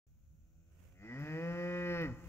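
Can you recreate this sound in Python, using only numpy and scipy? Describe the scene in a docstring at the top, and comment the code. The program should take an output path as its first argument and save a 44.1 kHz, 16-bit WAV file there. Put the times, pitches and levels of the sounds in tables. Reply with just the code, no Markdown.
"""A cow on a farm lot hums low with its mouth shut, swells into one open, rising moo and drops it
with a rasp. Its vocal pulses ring in throat and nose, roughened by breath and brassy at full strain.
Fences and trees answer faintly. Insects hiss far off, a boot scuffs the dirt,
and light wind and a rustling sleeve touch the two microphone ports."""
import sys
import numpy as np
from scipy import signal
from scipy.fft import rfft, irfft, next_fast_len
from scipy.io import wavfile
from scipy.ndimage import map_coordinates

SR = 44100
rng = np.random.default_rng(int(sys.argv[2]) if len(sys.argv) > 2 else 0)


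def unload_audio(sound):
    """Save the sound as a 16-bit wav file, at the path given as the first command line argument."""
    columns = np.transpose(np.atleast_2d(sound))
    # keep every value between -1 and 1, then stretch to whole-number steps
    steps = np.round(np.clip(columns, -1, 1) * 32767)
    wavfile.write(sys.argv[1], SR, steps.astype(np.int16))


N = 100856


def amp(db):
    return 10 ** (np.asarray(db) / 20)


def unit_rms(x):
    return x / np.sqrt(np.mean(x ** 2) + 1e-20)


def clock():
    return np.arange(N) / SR


def along(points, hz):
    """Read a curve at hz on a log frequency axis."""
    knots_hz, values = np.transpose(points)
    return np.interp(np.log(hz + 1), np.log(knots_hz + 1), values)


def automation(rows):
    """One lane, a value per sample, for each column after the time."""
    times, *lanes = np.transpose(rows)
    return [np.interp(clock(), times, lane) for lane in lanes]


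def gate(start_s, end_s, fade_s):
    """On between two times, with soft edges."""
    return np.clip((clock() - start_s) / fade_s, 0, 1) * np.clip((end_s - clock()) / fade_s, 0, 1)


def wobble(per_s):
    """A smooth random curve with per_s knots a second."""
    return map_coordinates(rng.standard_normal(N // 20), [clock() * per_s], mode="wrap")


def filtered(x, response):
    """Apply a complex frequency response."""
    size = next_fast_len(N + SR // 2)
    return irfft(rfft(x, size) * response(np.fft.rfftfreq(size, 1 / SR)), size)[..., :N]


def noise(eq):
    """Coloured noise of rms 1."""
    return unit_rms(filtered(rng.standard_normal(N), lambda hz: amp(along(eq, hz))))


def stereo_noise(eq, shared, pan_db=0):
    """Noise partly shared by the two sides; positive pan_db leans left."""
    pair = np.sqrt(shared) * noise(eq) + np.sqrt(1 - shared) * np.array([noise(eq), noise(eq)])
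    return pair * amp([[pan_db / 2], [-pan_db / 2]])


# Tone of the still air: freq_hz, gain_db
AIR_EQ = [(50, -1), (200, -9.5), (500, -26), (1000, -31), (3000, -36), (9000, -47.5), (15000, -30.5)]


def still_air():
    """A faint, wide bed of outdoor noise."""
    return amp(-73.5) * stereo_noise(AIR_EQ, shared=0.33, pan_db=-1.0)


# Band of the insect chorus: freq_hz, gain_db
INSECT_EQ = [(4500, -40.5), (5700, -2.5), (6800, 2), (7500, -2.5), (8400, -43)]


def insects(swell_db_per_s=5.5):
    """A far chorus blurs into a high hiss that creeps up on the left."""
    return amp(-90.5 + swell_db_per_s * clock()) * stereo_noise(INSECT_EQ, shared=0.18, pan_db=6.5)


# Ride of the gusts, before the trim: time_s, level_db
GUSTS = [(0.1, -68.5), (0.34, -66), (0.84, -70), (0.85, -63.5), (1.23, -71.5), (1.26, -59), (1.46, -81.5),
         (1.52, -54.5), (1.6, -69.5), (1.86, -63), (1.91, -57), (2.12, -53), (2.22, -65.5), (2.29, -47.5)]
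# Tone of the wind rumble: freq_hz, gain_db
RUMBLE_EQ = [(12, -23.5), (28, -9.5), (60, 0.5), (100, -7), (160, -11.5), (300, -39), (1000, -58.5)]


def wind(trim_db=3):
    """Light gusts buffet the microphone ports in low lumps."""
    return amp(automation(GUSTS)[0] + trim_db) * stereo_noise(RUMBLE_EQ, shared=.25, pan_db=-2)


# Tone of the cloth: freq_hz, gain_db
CLOTH_EQ = [(5000, -28), (9000, -24.5), (11000, -8), (15500, -8)]


def sleeve_rustle():
    """Cloth brushes unevenly by the right port."""
    envelope = amp(-83 + 1.5 * wobble(8.5)) * gate(1.17, 2.1, .04)
    return envelope * stereo_noise(CLOTH_EQ, shared=.2, pan_db=-18)


# Ticks of the sleeve: start_s, level_db
TICK_HITS = [(1.196, -72.5), (2.016, -66.5)]
# Modes that ring in a tick: freq_hz, gain_db
TICK_RING = [(12000, 0.0027), (13300, 0.026)]


def sleeve_ticks(t60_s=.05):
    """The sleeve ticks on the right with a thin, unsteady ring that dies fast."""
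    t = clock()
    ring = sum(amp(db) * np.sin(2 * np.pi * hz * t + 1.5 * wobble(900)) for hz, db in TICK_RING)
    decays = sum(amp(db - 60 * np.abs(t - start) / t60_s) * (t > start) for start, db in TICK_HITS)
    return ring * decays * amp([[-4], [2]])


# Strokes of the boot: peak_s, half_width_s, level_db
BOOT_STROKES = [(0.84, 0.11, -69.5), (2.29, 0.13, -64)]
# Tone of the dirt: freq_hz, gain_db
DIRT_EQ = [(100, 8.5), (400, -0.5), (1000, -9.5), (2800, -9), (4000, -23), (7000, -15), (9500, -22),
           (14000, -17.5)]


def boot_scuffs():
    """A sole drags over dirt in soft swells of gritty noise."""
    strokes = sum(amp(db) * np.exp(-((clock() - peak) / width) ** 2) for peak, width, db in BOOT_STROKES)
    grit = amp(2.4 * wobble(250))
    return strokes * grit * stereo_noise(DIRT_EQ, shared=0.15, pan_db=-8.5)


# Stereo placement of the call: freq_hz, left_minus_right_db
CALL_PAN = [(100, 0), (175, 4.5), (350, -3.5), (530, -3.5), (750, 5), (1290, 1), (1900, 0.4), (2500, -0.5),
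            (4400, 7.5), (8000, -1.5), (15000, -15)]
# Slapback echoes off the fences, the latest from the far tree line, before the return EQ: delay_s, gain_db
SLAPBACKS = [(0.073, -21.5), (0.131, -25.5), (0.251, -25.5), (0.361, -27.5)]
# Reverb decay among the trees: freq_hz, t60_s
TREE_DECAY = [(150, .7), (900, 1.3), (2000, .7), (8000, .5)]
# Tone of all that comes back: freq_hz, gain_db
RETURN_EQ = [(170, 3.5), (330, 1.5), (520, -2), (700, 4.5), (880, 5), (1250, 4.5), (1900, -2.5),
             (4000, 3.5)]


def yard(voice, right_lag_s=0.00012, tree_send_db=-19):
    """The call arrives from the left, then from the fences and, diffusely, from the trees."""
    def placement(hz):
        sides = np.array([[.5], [-.5]])
        return amp(along(CALL_PAN, hz) * sides) * np.exp(2j * np.pi * hz * right_lag_s * sides)

    def fences(hz):
        return sum(amp(db) * np.exp(-2j * np.pi * hz * delay) for delay, db in SLAPBACKS)

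    direct = filtered(voice, placement)
    bands_hz, t, grains = signal.stft(rng.standard_normal((2, SR)), SR, nperseg=256)
    decay = amp(-60 * t / along(TREE_DECAY, bands_hz)[:, None])
    tail = signal.istft(grains * decay, SR, nperseg=256)[1]
    mid, side = signal.fftconvolve(voice, tail / np.linalg.norm(tail[0]), axes=1)[:, :N]
    side = filtered(side, lambda hz: hz / (hz + 1500))  # keeps the bass of the tail centred
    echoes = filtered(direct, fences) + amp(tree_send_db) * np.array([mid + side, mid - side])
    return direct + filtered(echoes, lambda hz: amp(along(RETURN_EQ, hz)))


def throat_pulses(eq, pitch, phase, smear_rad, stop_harmonic=40):
    """Harmonics from the fourth up ring in a throat shape, smeared by the distance; rms about 1."""
    hz = np.fft.rfftfreq(8192, 1 / SR)
    shape = amp(along(eq, hz))
    cepstrum = irfft(np.log(shape))
    minimum_phase = rfft(2 * cepstrum[:len(hz) - 1], len(cepstrum)).imag
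    shape = shape * (hz < eq[-1][0])
    wave, power = 0, 1e-12
    for k in range(4, stop_harmonic):
        gain = np.interp(k * pitch, hz, shape)
        shift = np.interp(k * pitch, hz, minimum_phase) + smear_rad * rng.normal()
        wave = wave + gain * np.sin(k * phase + shift)
        power = power + gain ** 2 / 2
    return wave / np.sqrt(power)


def puffs(phase, depth=0.2):
    """The airflow pulses once per vocal cycle."""
    return unit_rms(np.exp(depth * np.cos(phase - 1)))


def roughen(clean, air, rough, breath_db=8.5):
    """Trade clean tone for breath as the roughness rises."""
    return np.sqrt(1 - rough ** 2) * clean + amp(breath_db) * rough * air


# Air through the open mouth, easing at full strain: time_s, level_db
BREATH_RIDE = [(.93, -104), (1.04, -78), (1.22, -70), (1.8, -69.5), (1.9, -73), (2.03, -70), (2.14, -82)]
# Tone of the breath: freq_hz, gain_db
BREATH_EQ = [(1500, -47), (3000, -8), (3900, -13), (5100, -3), (6200, -10), (7400, -15), (8500, -26.5),
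             (11000, -30.5), (16000, -38.5)]


def breath(phase):
    """Air hisses out of the mouth in time with the vocal pulses."""
    return amp(automation(BREATH_RIDE)[0]) * puffs(phase) * stereo_noise(BREATH_EQ, shared=0.33)


# Brassy edge of the voice: freq_hz, gain_db
BRASS_EQ = [(2500, -40), (2950, -2), (3250, -20), (3750, -7), (4000, -12), (4200, 0), (4700, -4),
            (4900, -18), (5230, 4), (5550, -12), (5750, -2), (6100, -22)]


def brassy_flare(pitch, peak_s=1.955, half_width_s=.1):
    """At full strain, clean high overtones flare up."""
    strain = np.exp(-((clock() - peak_s) / half_width_s) ** 4)
    steady_phase = 2 * np.pi * np.cumsum(pitch) / SR
    return amp(-63) * strain * throat_pulses(BRASS_EQ, pitch, steady_phase, smear_rad=.8)


# Sharp nasal peak as the call swells and as it closes: time_s, centre_hz, level_db
TWANG_SWEEP = [(0.941, 2099, -84), (0.999, 2070, -71.5), (1.049, 2040, -62), (1.108, 1952, -50),
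               (1.168, 1924, -56), (1.23, 1894, -65), (1.321, 1917, -90), (1.983, 1864, -89),
               (2.04, 1836, -54), (2.078, 1854, -57), (2.11, 1870, -87.5)]


def nasal_twang(pitch, phase, width_hz=120):
    """The pulses ring one narrow nasal resonance that stands out as the call swells and as it closes."""
    centre_hz, level_db = automation(TWANG_SWEEP)
    harmonics = np.arange(9, 25)[:, None]
    gains = (1 + 2j * (harmonics * pitch - centre_hz) / width_hz) ** -2
    waves = (gains * np.exp(1j * harmonics * phase)).real
    clean = waves.sum(0) / np.sqrt((np.abs(gains) ** 2).sum(0) / 2)
    carrier = 2 * np.pi * np.cumsum(centre_hz) / SR
    air = wobble(width_hz) * np.cos(carrier) + wobble(width_hz) * np.sin(carrier)
    return amp(level_db) * (clean + .3 * air) * gate(TWANG_SWEEP[0][0], TWANG_SWEEP[-1][0], 0.023)


# Throat and nose with the mouth shut: freq_hz, gain_db
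HUM_EQ = [(250, -7), (320, 5.5), (400, -13.5), (540, -0.5), (630, -11), (720, -8), (870, -38),
          (1250, -16.5), (1520, -8.5), (1800, -49), (2450, -10.5), (2800, -17), (4000, -36.5)]


def shut_mouth_hum(pitch, phase, swell_db_per_s=16):
    """Muffled overtones swell, then give way to the open moo."""
    envelope = amp(-91.5 + swell_db_per_s * clock()) * gate(-1, 1.6, 0.027)
    return envelope * throat_pulses(HUM_EQ, pitch, phase, smear_rad=.8)


# Nasal formants of the open call: freq_hz, gain_db
NASAL_EQ = [(1000, -52), (1600, -21.5), (1760, -3.5), (1920, 3), (2120, -10.5), (2290, -16), (2500, -3.5),
            (2620, -12), (2780, -25.5), (2950, -15), (3200, -27), (3450, -37), (3700, -22.5), (4000, -63.5)]


def nasal_rasp(pitch, phase, rough):
    """Clean pulses and rough puffs of air ring in the same nasal formants."""
    air = puffs(phase) * noise(NASAL_EQ)
    clean = throat_pulses(NASAL_EQ, pitch, phase, smear_rad=.7, stop_harmonic=28)
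    return roughen(clean, air, rough)


# Vowel shape that dominates with the mouth half open: freq_hz, gain_db
HALF_OPEN_EQ = [(400, 3), (600, 0.5), (700, 0), (1100, -4), (1240, -1), (1560, -1), (1720, -0.5),
                (1900, -40), (3000, -81)]
# Vowel shape that comes in as the mouth opens wide: freq_hz, gain_db
WIDE_OPEN_EQ = [(450, 6), (690, -8.5), (870, -1.5), (1050, 0), (1210, 0.5), (1390, -2.5), (1560, -1.5),
                (1720, -10.5), (1900, -29.5), (3000, -80)]


def mouth_vowel(pitch, phase, rough, half_open_s=1, wide_open_s=1.58):
    """The overtones below the nasal ring change vowel as the mouth opens."""
    mouth = np.interp(clock(), [half_open_s, wide_open_s], [0, 1])
    harmonics = np.arange(4, 16)[:, None]
    hz = harmonics * pitch
    drift_db = 1.8 * np.array([wobble(6) for _ in harmonics])  # each swells and dips on its own
    gains = amp((2.5 - mouth) * along(HALF_OPEN_EQ, hz) + mouth * along(WIDE_OPEN_EQ, hz) + drift_db)
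    smear_rad = (1 - mouth) * .25 + mouth * .7  # the first pulses are the sharpest
    waves = gains * np.sin(harmonics * (phase - 1) + smear_rad * rng.standard_normal(harmonics.shape))
    clean = waves.sum(0) / np.sqrt((gains ** 2).sum(0) / 2)
    return roughen(clean, noise(HALF_OPEN_EQ), rough)


# Melody and low body of the moo: time_s, pitch_hz, partial1_db, partial2_db, partial3_db
MOO = [(0.1, 75.58, -66, -86, -83.5), (0.35, 77.98, -69.5, -76, -85), (0.6, 81.64, -68, -73, -86),
       (0.75, 83.83, -66, -80, -91), (0.85, 87.5, -65, -71.5, -88), (0.96, 90.64, -79.5, -85.5, -72),
       (1.0, 95.77, -61.5, -60.5, -79), (1.05, 107.1, -65.5, -57, -53), (1.09, 115.7, -58, -55.5, -57.5),
       (1.13, 124.2, -54, -47, -77), (1.18, 138.7, -45, -50, -58.5), (1.235, 149, -40.5, -49.5, -70),
       (1.27, 152, -62.5, -48.5, -55.5), (1.3, 155.9, -46.5, -47, -57.5), (1.35, 158.9, -41, -49, -47.5),
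       (1.39, 163.4, -49, -45, -44.5), (1.43, 168.3, -42.5, -50, -43.5), (1.49, 171.1, -39, -55, -43),
       (1.54, 172.7, -40, -51, -48), (1.6, 174.3, -40.5, -46, -42.5), (1.68, 175.7, -41, -46.5, -41),
       (1.76, 176.5, -45, -48.5, -43.5), (1.84, 175.9, -45, -47, -43.5), (1.92, 174, -40.5, -41, -40),
       (1.98, 170, -41, -48, -43), (2.02, 166.5, -37.5, -44, -39), (2.05, 153.8, -50, -39, -51),
       (2.08, 130.7, -46, -44.5, -61), (2.12, 117.4, -45.5, -49.5, -68), (2.15, 112.7, -48.5, -70.5, -82)]
# Faders of the open-mouth overtones: time_s, vowel_db, nasal_db
OVERTONE_RIDE = [(.93,-97,-83), (1.03,-66,-67), (1.12,-59,-62.5), (1.22,-56.5,-56.5), (1.33,-56,-51),
                 (1.52,-53,-53), (1.62,-54,-49.5), (1.84,-51.5,-46), (1.9,-50.5,-44.5), (1.96,-47,-45.5),
                 (2.02,-50.5,-44), (2.06,-54.5,-51.5), (2.1,-59,-68.5), (2.14,-77,-81)]
# Rasp in the voice: time_s, roughness_0_to_1
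ROUGHNESS = [(.95, .15), (1.12, .25), (1.25, .17), (1.45, .1), (1.85, .1), (2.0, .06), (2.05, .24),
             (2.12, .35)]


def cow(open_s=0.936, end_s=2.15, fade_s=0.015):
    """Vocal pulses give three strong low partials and overtones in throat and nose."""
    pitch, *partials_db = automation(MOO)
    vowel_db, nasal_db = automation(OVERTONE_RIDE)
    rough = automation(ROUGHNESS)[0]
    jitter = 1 + .011 * rough * wobble(110)
    phase = 2 * np.pi * np.cumsum(pitch * jitter) / SR
    body = sum(np.sqrt(2) * amp(db) * np.sin(k * phase) for k, db in enumerate(partials_db, 1))
    vowel = amp(vowel_db) * mouth_vowel(pitch, phase, rough)
    nasal = amp(nasal_db) * nasal_rasp(pitch, phase, rough)
    opened = gate(open_s, end_s, fade_s)
    voiced = body * gate(-1, end_s, fade_s) + shut_mouth_hum(pitch, phase) + opened * (vowel + nasal)
    hiss = opened * breath(phase)
    shimmer = amp(2.5 * rough * wobble(60))
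    return voiced * shimmer + hiss + nasal_twang(pitch, phase) + brassy_flare(pitch)


def scene():
    """The cow in its yard, over the ambience and small movements."""
    call = yard(cow())
    ambience = wind() + insects() + still_air()
    return call + ambience + boot_scuffs() + sleeve_rustle() + sleeve_ticks()


def record(dry, start_s=0.067, top_hz=15750):
    """A snap fade-in after a moment of silence, then a brick-wall high cut."""
    fade_in = np.clip((clock() - start_s) / 0.0013, 0, 1)
    return filtered(dry * fade_in, lambda hz: hz < top_hz)


dry = scene()
out = record(dry)
unload_audio(out)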